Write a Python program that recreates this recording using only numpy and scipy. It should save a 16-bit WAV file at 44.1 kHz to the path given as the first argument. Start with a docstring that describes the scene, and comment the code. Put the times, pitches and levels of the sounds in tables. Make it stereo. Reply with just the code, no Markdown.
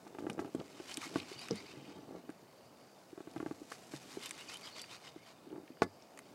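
"""Pole and fishing reel on a small boat

A small boat lies on still, open water. A wooden pole rubs and knocks on the hollow hull: slips and blows
set its wooden modes ringing. A fishing reel is wound mainly in two spells: each pull of the handle hisses
through guides and gears, made of grit noise and resonances. Ticks and squeaks are narrow bands of noise,
the ticks with a bright snap on top. A low wash of air and water, made of random spectra, lies under it all,
and the near sounds echo briefly.
"""
import sys
import numpy as np
from scipy import signal
from scipy.fft import rfft, irfft, next_fast_len
from scipy.io import wavfile
from scipy.ndimage import uniform_filter1d

SR = 44100
rng = np.random.default_rng(int(sys.argv[2]) if len(sys.argv) > 2 else 0)


def gain_from_db(level_db):
    """Turn a decibel level (scalar or array-like) into a linear amplitude factor."""
    decades = np.asarray(level_db, float) / 20
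    return 10 ** decades


def bounce(signal):
    """Save signal as a 16-bit WAV file at the path given by the first command-line argument."""
    frames = np.transpose(np.atleast_2d(signal))
    limited = np.clip(frames, -1, 1)
    pcm = np.round(limited * 32767).astype(np.int16)
    wavfile.write(sys.argv[1], SR, pcm)


N = 279594  # length in samples

# Wash of air and far water. Each row: frequency in Hz, relative level in dB per Hz.
WASH_SPECTRUM = [(15, -70), (25, -31), (150, -5), (335, -6.5), (373, -6.5), (695, -5.5), (850, -9.5),
                 (1400, -15.5), (4870, -26.5), (16000, -29)]
WASH_DB = -60
# Likeness of the wash at left and right. Each row: frequency in Hz, correlation (held within -1 to 1).
WASH_LIKENESS = [(60, 0.29), (130, 0.89), (290, 0.79), (640, 0.83), (1410, 0.11), (3100, -0.98),
                 (6820, -0.19), (15000, -0.35)]

# Modes of hull and pole. Each row: frequency in Hz before tuning, relative level in dB,
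# time to fall 60 dB in seconds before a ring factor shortens it.
HULL_MODES = [(96, -17.5, 0.42), (152, -13, 0.14), (201.6, -6, 0.1), (256.5, -6.5, 0.073),
              (312, 3.5, 0.021), (370.4, 2.5, 0.0076), (451, -6, 0.081), (677, 5, 0.044), (830, 7, 0.035),
              (1150, 7, 0.038), (1344, -0.5, 0.06), (1544, 6, 0.035), (1748, -12, 0.11),
              (2010, -5.5, 0.093), (2380, 8, 0.0074)]
UPPER_HZ = 600  # modes from here up count as upper modes
BRIGHTER_PER_HARD_DB = 0.45  # dB per octave that the upper modes tilt up for each dB of hardness
# The pole drags along the hull. Each row: middle in seconds, level in dB, time from the middle
# to 24 dB down in seconds, level of the soft bounces against the smooth drag in dB.
DRAGS = [(.05, -65, 0.34, 1), (0.259, -55, 0.16, 5), (0.433, -49, 0.1, -5), (0.602, -45, 0.044, -4.5),
         (0.844, -61, 0.94, -6.5), (1.175, -51, 0.13, -3.5), (1.506, -61.5, 0.18, -21),
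         (1.916, -55.5, 0.62, -7.5), (2.133, -50.5, 0.098, 0.5), (3.48, -61.5, 0.42, -25),
         (4.31, -62, 0.68, -11), (5.545, -55, 0.14, 0), (5.845, -44, 0.046, -15), (6.303, -63, 0.38, -22)]
RESTING_DB = -86  # the pole never lies quite still
BOUNCES_PER_S, SOFT_HZ = 62, 1160  # typical bounce rate; a soft contact dulls the top above SOFT_HZ

# Tone of the reel's hiss. Each row: frequency in Hz, relative level in dB per Hz.
HISS_SPECTRUM = [(530, -7.5), (900, 1), (2390, -4.5), (3320, -12), (4720, -3), (7000, -15), (9100, -18),
                 (15400, -120)]
# Airy treble of the reel. Each row: frequency in Hz, relative level in dB per Hz.
AIR_SPECTRUM = [(3240, -6), (5500, -5), (7690, -5.5), (8300, -8.5), (10800, -9), (12500, -12),
                (16000, -24.5)]
# Gear and guide resonances. Each row: middle of the drifting pitch in Hz, width in Hz, relative level in dB.
GEARS = [(1176, 190, -4), (2183, 190, 0.5), (2490, 520, 0.5), (2960, 510, 2.5), (3610, 170, -3),
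         (3745, 390, -2.5), (4240, 410, -2), (4800, 200, -3), (5200, 380, -6.5), (6280, 530, -8.5)]
# The angler turns, and his body shades the airy treble of the reel.
# Each row: time in seconds, level of that treble against the reel's body in dB.
SHADE = [(0, 1.5), (.9, -2), (1.9, -11), (2.9, -1), (3.8, 5.5), (4.2, -1), (5.1, -9), (6.34, -5)]
# Spells of steady winding, the line slides all the while.
# Each row: start in seconds, end in seconds, level in dB.
SPELLS = [(0.91, 1.61, -59.5), (3.402, 3.6, -78.5), (4.178, 4.82, -61), (6.2, 6.333, -71)]
RUN_UP_DB_PER_S, RUN_DOWN_DB_PER_S, IDLE_DB = 34.5, 23, -73.5
# Pulls on the reel handle. Each row: middle in seconds, level in dB.
PULLS = [(.908, -55), (1.043, -51), (1.171, -54.5), (1.32, -56), (1.432, -54.5), (1.57, -57.5),
         (1.696, -60), (1.892, -62), (3.724, -64.5), (3.948, -61.5), (4.127, -60), (4.247, -53.5),
         (4.402, -57), (4.527, -54), (4.666, -55), (4.784, -55.5), (4.934, -52.5), (5.066, -58.5),
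         (5.288, -61.5),]
PULL_S, PULL_EDGE = 0.048, 3.66  # time from middle to 24 dB down; a pull holds, then stops rather abruptly
# Hard knocks stir a brief hiss; soft ones hardly any.
# Level against the knock in dB, time to 24 dB down in seconds, dB more per dB of hardness.
STIR_DB, STIR_S, STIR_PER_HARD_DB = -13.5, 0.02, 1.85

# The pole strikes the hull. Each row: start in seconds, peak of the low modes in dB, pitch of the plank
# struck in Hz, hardness in dB (the upper modes peak 9.5 dB above this, against the low ones).
KNOCKS = [(0.068, -46.5, 320, -6), (0.149, -43.5, 393, -9.5), (0.186, -38.5, 340, -7.5),
          (0.197, -42.5, 315, -28), (0.224, -47.5, 296, -11), (0.238, -38, 315, -20),
          (0.267, -31, 324, -16), (0.298, -35.5, 236, -8.5), (0.317, -36.5, 240, -25),
          (0.38, -35.5, 563.4, -16.5), (0.392, -30.5, 347, -9.5), (0.415, -38, 334, -17),
          (0.447, -40, 305, -10.5), (0.478, -45, 288, -17), (0.548, -25.5, 269, -24),
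          (0.595, -34.5, 337, -27), (0.8, -38.5, 339, -17), (0.977, -36, 303, -18.5),
          (1.067, -41, 300, -20), (1.158, -24, 282, -12.5), (1.315, -38.5, 372, -34),
          (1.358, -47.5, 133, -35), (1.505, -39, 324, -18), (1.509, -24, 451, -23),
          (1.517, -32, 197.4, -23), (1.535, -35, 208, -26), (1.77, -44, 138, -26), (2.293, -36, 306, -14),
          (3.129, -42, 330, -24), (3.177, -41, 364, -14), (3.205, -40, 361, -15), (3.273, -40.5, 322, -15),
          (3.3621, -34, 299, -14), (3.368, -37.5, 315, -14.5), (3.369, -42.5, 139, -30),
          (3.402, -33, 310, -14), (3.4275, -31.5, 319, -19.5), (3.462, -31.5, 314, -14.5),
          (3.481, -47, 139, -23), (3.511, -31.5, 313, -17), (3.616, -39, 312, -37),
          (3.717, -46.5, 470, -1.5), (3.937, -36, 314, -14.5), (3.941, -42.5, 140, -36),
          (4.171, -33, 370, -22), (5.161, -41, 320, -20), (5.468, -47, 340, -30), (5.512, -43, 334, -29),
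          (5.528, -39.5, 367, -20), (5.547, -50, 300, -24), (5.559, -45.5, 328, -13.5),
          (5.579, -41, 330, -23), (5.632, -47, 307, -34), (5.703, -41, 263, -27), (5.8203, -20, 398, -6.5)]

# Ticks of reel and line, and bright clicks on some knocks. Each row: start in seconds, peak of the ring
# in dB, pitch of the ring in Hz, brightness in dB (the snap peaks 11.5 dB above this against the ring,
# before its filter).
TICKS = [(0.2989, -33.5, 2800, -6.5), (0.331, -56, 7500, 6), (0.55, -47.5, 3020, -2.5),
         (0.5995, -42, 2940, -30), (0.9186, -35.5, 3020, -21), (0.9416, -35, 5100, -3),
         (0.9712, -32, 2960, 2), (1.0147, -40, 2160, -8), (1.2, -36, 2960, -37), (1.2294, -43.5, 2490, -32),
         (1.307, -52, 2940, -7), (1.331, -46, 4400, -2), (1.392, -41, 2600, -3), (1.4142, -53.5, 4660, 12),
         (1.4847, -36, 1930, -5), (1.509, -29, 4940, -28), (1.557, -58, 2240, 14),
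         (2.3015, -47, 1510, -6.5), (2.532, -57, 1040, -25), (3.215, -58, 4000, -3),
         (3.303, -55, 2850, -14), (3.313, -57, 4300, 5), (3.336, -56, 2620, 2), (3.379, -48, 2500, -6),
         (3.4842, -52, 2650, -16), (3.719, -33.5, 1310, -9), (3.962, -43.5, 4600, -5),
         (4.235, -41, 3140, 1), (4.259, -42, 2960, 10), (4.2926, -46.5, 3010, 7), (4.3088, -34.5, 2100, 3),
         (4.488, -45, 6360, -20), (4.517, -47, 5000, -7), (4.5422, -39.5, 2960, -4),
         (4.5704, -41.5, 3700, -1), (4.611, -48, 3000, -3), (4.793, -40, 5270, -16),
         (4.8164, -41.5, 4860, 4), (4.84, -41, 2470, -25), (5.77, -53, 1190, -30), (5.677, -50, 2080, -29),
         (5.819, -35.5, 4870, -25), (6.0222, -50.5, 5200, -21), (6.175, -44, 1510, -6),
         (6.1897, -40.5, 2070, -1)]

# Squeaks of the line in its guides, mostly short, two long and faint. Each row: middle in seconds,
# level in dB, pitch at the middle in Hz, time from the middle to 24 dB down in seconds.
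SQUEAKS = [(0.905, -50, 3010, 0.03), (1.046, -48.5, 2120, 0.044), (1.037, -48.5, 1220, 0.024),
           (1.34, -54.5, 4500, 0.013), (1.406, -53, 4760, 0.048), (1.573, -55.5, 2170, 0.063),
           (1.58, -49, 4570, 0.021), (1.695, -58, 2570, 0.041), (2.706, -75, 4700, 0.5),
           (4.263, -50, 3010, 0.027), (4.405, -54, 2800, 0.03), (4.49, -51.5, 4720, 0.0091),
           (4.505, -55, 2510, 0.036), (4.548, -53, 3020, 0.028), (4.647, -50, 4790, 0.027),
           (4.78, -56, 4530, 0.097), (5.895, -74, 4840, 0.29)]

# Lead of the left microphone port. Each row: frequency in Hz, lead in radians.
PORT_LEAD = [(60, 0.023), (1000, 0.022), (2000, 0.51), (3000, 0.21), (8600, 0.053), (9500, 0.91),
             (10900, 2.26), (16000, 2.3)]
# Lean between the ports. Each row: frequency in Hz, left minus right in dB.
PORT_LEAN = [(250, 0.86), (1400, 0.3), (8000, -0.8), (13000, -1)]


def evened(x):
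    """Scales to rms 1."""
    return x / np.sqrt(np.mean(x ** 2) + 1e-20)


def read(points, hz):
    """Reads a spectrum on a logarithmic frequency axis."""
    f, value = np.transpose(points)
    return np.interp(np.log(hz + 1), np.log(f + 1), value)


def curve(rows):
    """Reads a control curve at every sample."""
    s, value = np.transpose(rows)
    return np.interp(np.arange(N) / SR, s, value)


def add(mix, s, sound):
    """Mixes a sound in at time s."""
    part = mix[round(s * SR):][:len(sound)]
    part += sound[:len(part)]


def coloured(x, gain):
    """Filters by a gain given as a function of Hz."""
    size = next_fast_len(N)
    spectrum = rfft(x, size) * gain(np.fft.rfftfreq(size, 1 / SR))
    return irfft(spectrum, size)[..., :N]


def grains(per_s, spread_db):
    """Random clicks of either sign; a few are large."""
    chance, sign, size = rng.random((N, 3)).T
    size_db = np.minimum(-spread_db * np.log(1 - size), 4 * spread_db)
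    return (chance < per_s / SR) * np.sign(sign - 0.5) * gain_from_db(size_db)


def wander(seconds):
    """Slow chance of rms 1, smoothed twice and held for 16 samples at a time."""
    smooth = max(round(seconds * SR / 16), 2)
    slow = rng.standard_normal(N // 16 + 1)
    slow = uniform_filter1d(uniform_filter1d(slow, smooth), smooth)
    return np.repeat(evened(slow), 16)[:N]


def swell(s, db, length, size=N, edge=2):
    """Power of a sound that swells and fades; a larger edge gives a flatter top and steeper sides."""
    t = np.arange(0, size, 16) / SR
    away = np.minimum((abs(t - s) / length) ** edge, 9)
    return np.repeat(gain_from_db(2 * db - 48 * away), 16)[:size]  # doubled dB, as this is power


def resonate(x, hz, width_hz):
    """A steep resonance that follows the curve hz: shift down, smooth twice, shift back."""
    turn = np.exp(2j * np.pi * np.cumsum(hz) / SR)
    r = np.exp(-np.pi * width_hz / SR)
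    smoothed = signal.lfilter([1], np.convolve([1, -r], [1, -r]), x / turn)
    return (turn * smoothed).real


def wash():
    """Air and far water: random short-time spectra in drifting patches."""
    frames, hz = N // 256 + 5, np.fft.rfftfreq(1024, 1 / SR)
    a, b, c, d, patches = rng.standard_normal((frames, 513, 5)).T
    patches = evened(uniform_filter1d(uniform_filter1d(patches, 12, 0), 14, 1))
    same = np.clip(read(WASH_LIKENESS, hz), -1, 1)[:, None]
    left = a + 1j * b
    right = same * left + np.sqrt(1 - same ** 2) * (c + 1j * d)
    spectra = np.array([left, right]) * gain_from_db(read(WASH_SPECTRUM, hz)[:, None] + 1.6 * patches)
    sound = signal.istft(spectra, nperseg=1024, noverlap=768)[1][:, :N]
    return gain_from_db(WASH_DB) * evened(sound)


def hull_ring(pitch_hz, hard_db, chance, quiet_db, reach=0.16, blow_s=0.00078, ring=0.9, hold_s=0.009):
    """The low mode nearest the plank's pitch is pulled onto it and rings most; a hard blow wakes the upper ones."""
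    t = np.arange(SR // 6)[:, None] / SR
    hz, db, t60 = np.transpose(HULL_MODES)
    low = hz < UPPER_HZ
    hz[abs(np.log(hz / pitch_hz)).argmin()] = pitch_hz
    # other planks are quieter, by quiet_db at most
    near_db = -np.minimum(6 * (np.log(hz / pitch_hz) / reach) ** 2, quiet_db)
    place_db = np.where(low, near_db, 2.2 * np.roll(chance, 1))
    # each spot struck tunes the upper modes a little otherwise
    hz *= np.where(low, 1, 1 + 0.025 * np.roll(chance, 2))
    place_db += ~low * BRIGHTER_PER_HARD_DB * (hard_db - 4) * np.log2(hz / 1000)
    # the bass builds while the blow lasts
    rise = 1 - np.exp(-(t / np.where(low, blow_s, blow_s / 3.6)) ** 2)
    # the plank is driven until the pole bounces off, sooner if hard
    driven_s = np.where(low, hold_s * min(gain_from_db(-hard_db), 1), 0)
    free = np.maximum(t - driven_s, 0)
    fade = gain_from_db(db + place_db - 60 * free / (t60 * ring))
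    phase = np.where(low, 0.85 + 0.11 * chance, 0.5 * chance)
    modes = fade * rise * np.sin(2 * np.pi * hz * t + phase)
    body, edge = modes[:, low].sum(1), modes[:, ~low].sum(1)
    return body / abs(body).max() + gain_from_db(hard_db) * edge / abs(edge).max()


def rubbing():
    """Uneven little slips of wood on wood excite the whole hull; quick soft bounces ring the plank below."""
    def dulled(x):
        return coloured(x, lambda hz: 1 / (1 + (hz / SOFT_HZ) ** 4))

    slips = grains(700, 2.5) * gain_from_db(2.2 * wander(0.015))
    turns = np.cumsum(BOUNCES_PER_S * gain_from_db(3 * wander(0.02))) / SR
    # one bounce at each whole turn
    bounces = np.diff(np.floor(turns), prepend=0) * gain_from_db(3 * rng.standard_normal(N))
    hull = hull_ring(300, 0.3, rng.standard_normal(len(HULL_MODES)), 3.6, reach=1.0, ring=0.62)
    plank = hull_ring(323, -25, rng.standard_normal(len(HULL_MODES)), 26,
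                      reach=0.26, ring=0.35, hold_s=0.00093)
    drag = evened(dulled(signal.oaconvolve(slips, hull)[:N]))
    bouncing = evened(dulled(signal.oaconvolve(bounces, plank)[:N]))
    swells = np.array([swell(s, db, length) for s, db, length, _ in DRAGS])
    drag_power = gain_from_db(2 * RESTING_DB) + swells.sum(0)
    bounce_power = gain_from_db(2 * np.array(DRAGS)[:, 3]) @ swells
    return np.sqrt(drag_power) * drag + np.sqrt(bounce_power) * bouncing


def winding():
    """Power of the reel's hiss: spells run up, hold and run down, pulls swell, hard knocks stir it briefly."""
    t, power = np.arange(N) / SR, np.full(N, gain_from_db(2 * IDLE_DB))
    for start, end, db in SPELLS:
        run_up_db = RUN_UP_DB_PER_S * np.maximum(start - t, 0)
        run_down_db = RUN_DOWN_DB_PER_S * np.maximum(t - end, 0)
        power += gain_from_db(2 * (db - run_up_db - run_down_db))
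    for s, db, _, hard_db in KNOCKS:
        stir_db = db + STIR_DB + STIR_PER_HARD_DB * hard_db  # soft knocks stir hardly any hiss
        add(power, s, swell(STIR_S / 2, stir_db, STIR_S, size=SR // 10))
    return power + sum(swell(s, db, PULL_S, edge=PULL_EDGE) for s, db in PULLS)


def reel():
    """Grit hisses broadly; rattling clicks set the gear and guide resonances flickering and drifting."""
    grit = evened(grains(3500, 3.85)) + 0.47 * rng.standard_normal(N)
    hiss = evened(coloured(grit, lambda hz: gain_from_db(read(HISS_SPECTRUM, hz))))
    air = evened(coloured(grit, lambda hz: gain_from_db(read(AIR_SPECTRUM, hz))))
    whine = np.zeros(N)
    for hz, width_hz, db in GEARS:
        rattle = grains(1800, 2.2) * gain_from_db(3 * wander(0.006) + 2.2 * wander(0.05))
        drifting_hz = hz * gain_from_db(0.21 * wander(0.044))
        whine += evened(resonate(rattle, drifting_hz, width_hz)) * gain_from_db(db)
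    body = evened(hiss + 1.5 * evened(whine))
    stutter = evened(gain_from_db(1.2 * wander(0.004)))  # the line catches and lets go
    return np.sqrt(winding()) * stutter * (body + gain_from_db(curve(SHADE)) * air)


def knocks(crack_db=-7, crack_t60=0.031, push_db=9, push_s=0.00038):
    """The pole strikes the hull; the contact itself gives one sharp push and cracks briefly."""
    out, cracks, t = np.zeros(N), np.zeros(N), np.arange(3000) / SR
    u = np.arange(SR // 6) / SR / push_s
    push = np.e * u * (2 - u) * np.exp(-u)
    crack_rise = 1 - np.exp(-t / 0.00062)
    chances = rng.standard_normal((len(KNOCKS), len(HULL_MODES) + len(t)))
    for (s, db, hz, hard_db), chance in zip(KNOCKS, chances):
        mode_chance, noise = np.split(chance, [len(HULL_MODES)])
        quiet_db = np.clip(1.2 * (-17 - db), 6, 18)  # a heavy blow shakes every plank
        ring = gain_from_db(db) * hull_ring(hz, hard_db + 9.5, mode_chance, quiet_db)
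        add(out, s, ring + gain_from_db(db + min(hard_db, -13) + push_db) * push)
        crack_fade = gain_from_db(db + hard_db + crack_db - 60 * t / crack_t60)
        add(cracks, s, crack_fade * noise * crack_rise)
    return out + coloured(cracks, lambda hz: 1 / (1 + (hz / 6500) ** 2) / (1 + (1500 / (hz + 1)) ** 4))


def ticks(ring_t60=0.019, snap_t60=0.0045, ring_width_hz=1600, rise_s=0.00042):
    """Ticks of reel and line, and bright clicks on some knocks: a short ring and a bright, wide snap."""
    rings, snaps, t = np.zeros(N), np.zeros(N), np.arange(1500) / SR
    rise = 1 - np.exp(-(t / rise_s) ** 2)
    for (s, db, hz, snap_db), noise in zip(TICKS, rng.standard_normal((len(TICKS), len(t)))):
        ring = resonate(noise * gain_from_db(-60 * t / ring_t60) * rise, np.full(len(t), hz), ring_width_hz)
        snap = noise[::-1] * gain_from_db(-60 * t / snap_t60) * rise
        add(rings, s, gain_from_db(db) * ring / abs(ring).max())
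        add(snaps, s, gain_from_db(db + snap_db + 11.5) * snap / abs(snap).max())
    return rings + coloured(snaps, lambda hz: 1 / (1 + (hz / 11500) ** 12) / (1 + (4500 / (hz + 1)) ** 4))


def squeaks(width_hz=200, climb=0.058):
    """Rough whistles, mostly short, two long and faint: fluttering noise in a resonance that climbs as the
    line tightens."""
    t, out = np.arange(N) / SR, np.zeros(N)
    for s, db, hz, length in SQUEAKS:
        flutter = rng.standard_normal(N) * gain_from_db(2.2 * wander(0.017))
        climbing_hz = hz * (1 + climb * np.tanh((t - s) / length))
        # longer squeaks are wider in pitch
        whistle = evened(resonate(flutter, climbing_hz, width_hz * (1 + 5 * length)))
        out += np.sqrt(swell(s, db, length, edge=3)) * whistle
    return out


def boat_echo(x, t60=0.027, level_db=-16):
    """Short scattered reflections off hull and water, other ones at each side."""
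    slots = np.arange(60, SR // 6, 22)
    t = slots + rng.integers(0, 22, (2, len(slots)))  # in samples
    taps = np.zeros((2, SR // 5))
    np.put_along_axis(taps, t, rng.choice([-1., 1.], t.shape) * gain_from_db(-60 * t / SR / t60), 1)
    echo = signal.oaconvolve(x[None], taps / np.linalg.norm(taps[0]), axes=1)[:, :N]

    def scatter(hz):  # short waves scatter most
        return gain_from_db(level_db + 17 * np.tanh(hz / 9000) ** 2) / (1 + (450 / (hz + 1)) ** 2)

    return coloured(echo, scatter)


def scene():
    """Near sounds reach the two microphone ports with a small lead and lean that change with pitch."""
    near = knocks() + rubbing() + reel() + squeaks() + ticks()
    side = np.array([[0.5], [-0.5]])  # left, right

    def port_gain(hz):
        lead = (side + 0.5) * read(PORT_LEAD, hz)  # only the left port is shifted
        return gain_from_db(side * read(PORT_LEAN, hz)) * np.exp(1j * lead)

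    return coloured(near, port_gain) + boat_echo(near) + wash()


def low_pass(x):
    """Removes everything above the highest recorded frequency."""
    return signal.sosfilt(signal.butter(12, 16430, fs=SR, output="sos"), x)


def record(dry):
    """Limits the band to below about 15.9 kHz, then applies the microphone's bass cut at 88 Hz."""
    band_limit = signal.firwin(511, 15900, window=("kaiser", 9), fs=SR)
    limited = signal.oaconvolve(dry, band_limit[None], "same")
    bass_cut = signal.butter(3, 88, "high", fs=SR, output="sos")
    finished = signal.sosfilt(bass_cut, limited)
    return low_pass(finished)


dry = scene()
out = record(dry)
bounce(out)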